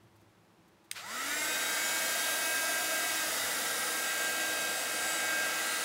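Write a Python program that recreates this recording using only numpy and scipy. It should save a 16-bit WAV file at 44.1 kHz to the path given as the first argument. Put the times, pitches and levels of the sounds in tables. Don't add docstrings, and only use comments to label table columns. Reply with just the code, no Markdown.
import sys
import numpy as np
from scipy import signal
from scipy.fft import rfft, irfft, next_fast_len
from scipy.io import wavfile
from scipy.ndimage import uniform_filter1d

SR = 44100
rng = np.random.default_rng(int(sys.argv[2]) if len(sys.argv) > 2 else 0)


def invert_db(x):
    u = np.asarray(x, float) / 20
    return 10 ** u


def unload_audio(sound):
    columns = np.transpose(np.atleast_2d(sound))
    steps = np.round(np.clip(columns, -1, 1) * 32767)
    wavfile.write(sys.argv[1], SR, steps.astype(np.int16))


N = 257544
T = np.arange(N) / SR
SWITCH_ON_S, RUN_UP_S = .923, .164


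def level(x, db):
    return x * invert_db(db) / np.sqrt(np.mean(x ** 2))


def curve(rows):
    s, *columns = np.transpose(rows)
    return [np.interp(T, s, c) for c in columns]


def bump(centre_s, half_s):
    return np.exp(-((T - centre_s) / half_s) ** 2)


def shape(x, gain):
    size = next_fast_len(N + 4096)
    hz = np.fft.rfftfreq(size, 1 / SR) + 1
    return irfft(rfft(x, size) * gain(hz), size)[:N]


def coloured(points):
    hz, db = np.transpose(points)
    return shape(rng.standard_normal(N), lambda f: invert_db(np.interp(np.log(f), np.log(hz), db)))


def ringing(hz, width, steep=0.94):
    def gain(f):
        return (1 + ((f - hz * hz / f) / width) ** 2) ** (-steep / 2)
    return level(shape(rng.standard_normal(N), gain), 0)


def walk(rate):
    hold = int(SR / rate)
    steps = np.repeat(rng.standard_normal(N // hold + 1), hold)
    return 1.3 * uniform_filter1d(uniform_filter1d(steps, hold), hold)[:N]


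# pitch_hz, relative level_db
ROOM_COLOUR = [(18, -64), (30, -35), (64, -10), (81, -23.5), (103, -30), (183, -22), (209, -4), (286, -17),
               (353, -17), (382, -10.5), (1010, -11), (1450, -15.5), (15800, -36)]
# pitch_hz, width_hz, middle level_db
ROOM_BANDS = [(105.8, 8.8, -71), (174, 15, -72), (337, 29, -72.5), (10020, 120, -95)]
# centre_s, middle level_db, half_length_ms
HAND_RUSTLES = [(.035, -75, 12), (.165, -73, 10), (.215, -72, 14), (.685, -71, 8), (.85, -72, 11)]


def room():
    floor = level(coloured(ROOM_COLOUR), -66.5)
    bands = sum(invert_db(db + 2.0 * walk(4.5)) * ringing(hz, width) for hz, width, db in ROOM_BANDS)
    rustle = sum(invert_db(db) * bump(s, ms / 1000) for s, db, ms in HAND_RUSTLES)
    return floor + bands + rustle * invert_db(3 * walk(500)) * ringing(6400, 12000)


# time_s, level_db
SCRAPE_RATTLE = [(.945, -57), (.965, -46.5), (.985, -46), (1.0, -48), (1.03, -57), (1.06, -70)]


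def rattle():
    return invert_db(curve(SCRAPE_RATTLE)[0]) * (T > SCRAPE_RATTLE[0][0]) * (T < SCRAPE_RATTLE[-1][0])


# start_s, relative level_db, decay_ms
CLICKS = [(.9131, -27, .35), (.9137, -29, .3), (.9143, -22, .35), (.9150, -24, .4), (.9159, -29, .5),
          (.9235, -42, 1.), (.9325, -44, 1.)]
# pitch_hz, relative level_db, time_to_fall_60_db_s
CASE_RING = [(1980, -1, .011), (2600, -6, .006), (3200, -10, .005), (3980, -9, .006), (5070, -8, .005),
             (6000, -5, .006), (6900, -10, .005), (8500, -2, .005), (9740, -9, .006), (11800, -13, .004),
             (12700, -12, .006), (14800, -11, .004)]


def switch():
    bursts = sum(invert_db(db) * (T > s) * np.exp(-np.abs(T - s) / (ms / 1000)) for s, db, ms in CLICKS)
    clicks = rng.standard_normal(N) * bursts
    t = T[:2048]
    ring = sum(invert_db(db) * np.cos(2 * np.pi * hz * t) * np.exp(-np.log(1000) * t / t60)
               for hz, db, t60 in CASE_RING)
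    snap = signal.fftconvolve(clicks, ring)[:N] + invert_db(6) * clicks
    no_bass = signal.butter(4, 1500, "high", fs=SR, output="sos")
    snap = signal.sosfilt(no_bass, snap)
    knocks = rattle() * invert_db(2.2 * walk(400))
    scrape = ringing(2300, 1200) + 0.58 * ringing(4200, 750) + 0.57 * ringing(1360, 400)
    return invert_db(-18.0) * snap + knocks * scrape


def speed():
    return 1 - np.exp(-np.maximum(T - SWITCH_ON_S, 0) / RUN_UP_S)


# pitch_hz, relative level_db
RUSH_COLOUR = [(60, -54), (110, -29), (250, -15.5), (450, -13), (850, -8.5), (1100, -11.5), (1600, -8),
               (2400, -15), (3300, -12), (4300, -15), (5300, -14), (6300, -10), (7200, -14), (9000, -12.5),
               (12500, -15), (15800, -14.5)]
# pitch_hz, width_hz, middle level_db against the rush
SHELL_MODES = [(481, 114, -17), (780, 110, -19.5), (2827, 580, -12), (5610, 440, -15), (6730, 400, -14),
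               (8440, 470, -16.5), (11300, 400, -19.5), (14000, 1500, -24)]
# pitch_hz, width_hz, level_db against the rush,
# share of the sweep's treble_db, share of its balance_db
BARREL_MODES = [(183, 100, -24.5, -0.71, 0.14), (325.5, 36, -24, -1.1, 0.6), (672, 102, -12, -0.71, 1),
                (1350, 134, -11, -1.1, -0.38), (1956, 256, -7.5, -0.87, -0.34),
                (3742, 240, -11, 0.011, -0.051), (4760, 314, -11.5, 0.066, 0.23),
                (7530, 240, -13, -0.62, 0), (10300, 890, -9.5, 2.3, 0.085)]
# time_s, rush_db, treble_db, balance_db (low barrel modes against middle ones)
TOOL_SWEEP = [(1.04, -37.5, -6, -3), (1.12, -36.5, -4.5, -7), (1.3, -36.5, -2, -4.5), (1.8, -36, -1, -1),
              (2.2, -35.5, 0, -0.5), (2.8, -36, -0.5, 1.5), (3.1, -36, -0.5, 0.5), (3.5, -36, -1, 0),
              (4.05, -37, -1.5, -1.5), (4.5, -37.5, -1.5, 6), (4.8, -38, -2, 4.5), (5.3, -37.5, -4, 3),
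              (5.8, -37, -2, -3.5)]
AIR_POWER, BASS_POWER = 2.36, 1.9


def air():
    rush_db, treble_db, balance_db = curve(TOOL_SWEEP)
    flow = speed() ** AIR_POWER
    let_through = invert_db(25) * rattle()
    rush = level(coloured(RUSH_COLOUR), 0)
    for hz, width, db in SHELL_MODES:
        rush = rush + invert_db(db + 1.1 * walk(2.69)) * ringing(hz, width, steep=2.0)
    bass = shape(rush, lambda f: 1 / (1 + (f / 550) ** 4))
    rush = rush - (1 - speed() ** BASS_POWER) * bass
    treble = shape(rush, lambda f: 1 / (1 + (9500 / f) ** 4))
    dull = rush - treble
    puff = invert_db(-13) * np.exp(-np.abs(T - SWITCH_ON_S) / .03)
    swept = dull + invert_db(treble_db) * np.sqrt(speed()) * treble
    rush = (flow + puff) * swept + let_through * dull

    barrel = 0
    for hz, width, db, treble_share, balance_share in BARREL_MODES:
        mode_db = db + treble_share * treble_db + balance_share * balance_db
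        run_up = speed() ** (BASS_POWER * 300 / hz)
        barrel = barrel + invert_db(mode_db) * run_up * ringing(hz, width, steep=1.38)
    both = invert_db(rush_db) * (rush + barrel * (flow + let_through))
    both = shape(both, lambda f: 1 - 0.074 * np.exp(-2j * np.pi * f * 0.00106))
    lag_s = .0034 + .0003 * walk(1.5)
    both = both + .28 * np.interp(T - lag_s, T, both)
    return both * (T > SWITCH_ON_S)


# time_s, turns_per_s
TOP_TURNS = [(2.3, 320.5), (2.8, 319.8), (3.2, 319.7), (3.5, 319.0), (4.3, 319.4), (5.8, 319.2)]
SHAFT_ORDERS = (1, 2, 3, 4, 5, 6, 7, 8, 9, 10, 11, 12, 13, 14, 15, 16, 17, 18, 20, 21, 22, 23, 24, 25, 26,
                29, 30, 32, 33, 34, 35, 36, 40, 42, 43, 45)
SHAFT_ORDER_LEVELS = [-59.5, -58.5, -60, -58.5, -38.5, -62, -50, -49.5, -56.5, -57.5, -69, -57.5, -60.5,
                      -60.5, -59, -60.5, -64, -67, -62, -65, -58.5, -69, -58.5, -56.5, -62, -59, -57, -61,
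                      -64, -65, -65, -66, -64, -67, -65, -66]
WHINE_ORDERS = (5, 7, 8)
# time_s, change_db
WHINE_LEVEL = [(1.03, 2), (1.1, 2), (1.16, -10), (1.2, -4), (1.27, -11.5), (1.33, -5.5), (1.41, -6),
               (1.5, -1), (1.62, -3.5), (1.8, -1.5), (2.1, -0.5), (2.5, 1.5), (3.05, 0), (3.22, -1.5),
               (3.38, -16), (3.56, -5.5), (3.76, -3), (4.28, 1.5), (4.64, 0.5), (4.82, -3.5), (5.0, 0),
               (5.36, 2.5), (5.83, -3)]
# multiple of the shaft speed, centre_s, half_length_s, change_db
TONE_SWELLS = [(6, 1.15, .09, 20), (20, 1.145, .025, 6), (8, 1.3, .06, 8), (20, 1.26, .03, 5),
               (4, 1.28, .2, 10), (7, 1.42, .05, 12), (8, 1.5, .15, 6), (30, 1.24, .1, 6),
               (6, 1.32, .065, 25), (10, 1.8, .3, 8), (7, 1.85, .2, 7), (24, 1.8, .15, 9), (25, 2.0, .2, 6),
               (24, 2.2, .2, 10), (12, 2.25, .25, 7), (30, 2.45, .15, 9), (24, 2.9, .2, 6),
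               (30, 2.95, .2, 7), (25, 3.0, .12, 7), (12, 3.1, .15, 7), (8, 3.75, .15, -9),
               (30, 3.8, .2, 8), (8, 4.6, .35, 3), (12, 4.64, .12, 9), (30, 5.0, .12, 6), (25, 5.05, .3, 6),
               (24, 5.18, .1, 9), (12, 5.3, .3, 8), (25, 5.7, .3, 6), (30, 5.8, .22, 11),
               (7, 5.84, .15, -10)]


def barrel_lift_db(tone_hz):
    return 10 * sum(np.exp(-((tone_hz - hz) / width) ** 2) for hz, width, *_ in BARREL_MODES[3:8])


def motor():
    turns = speed() * curve(TOP_TURNS)[0]
    phase = 2 * np.pi * np.cumsum(turns) / SR + .012 * walk(40)
    out = 0
    for k, db in zip(SHAFT_ORDERS, SHAFT_ORDER_LEVELS):
        db = db + 1.53 * walk(20)
        db = db + (curve(WHINE_LEVEL)[0] if k in WHINE_ORDERS else 3.5 * walk(3.987))
        for order, s, half_s, change_db in TONE_SWELLS:
            if order == k:
                db = db + change_db * bump(s, half_s)
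        db = db + barrel_lift_db(k * turns) - barrel_lift_db(k * turns[-1])
        out = out + invert_db(db) * np.sin(k * phase + .25 * walk(15) + 2 * np.pi * rng.random())
    return np.sqrt(2) * out * speed() ** 2.44


def walls(x):
    t = T[:SR // 4]
    tail = rng.standard_normal(len(t)) * np.exp(-np.log(1000) * t / 0.12) * (t > .003)
    tail = tail / np.sqrt(np.sum(tail ** 2))
    return invert_db(-15) * signal.fftconvolve(x, tail)[:N]


def scene():
    blower = switch() + air() + motor()
    mono = room() + blower + walls(blower)
    return np.array([mono, mono])


def band_limit(x):
    return signal.sosfilt(signal.butter(12, 16590, fs=SR, output="sos"), x)


def record(dry):
    top_cut = signal.ellip(12, .2, 80, 15740, fs=SR, output="sos")
    mix = signal.sosfilt(top_cut, dry)
    return band_limit(mix)


dry = scene()
out = record(dry)
unload_audio(out)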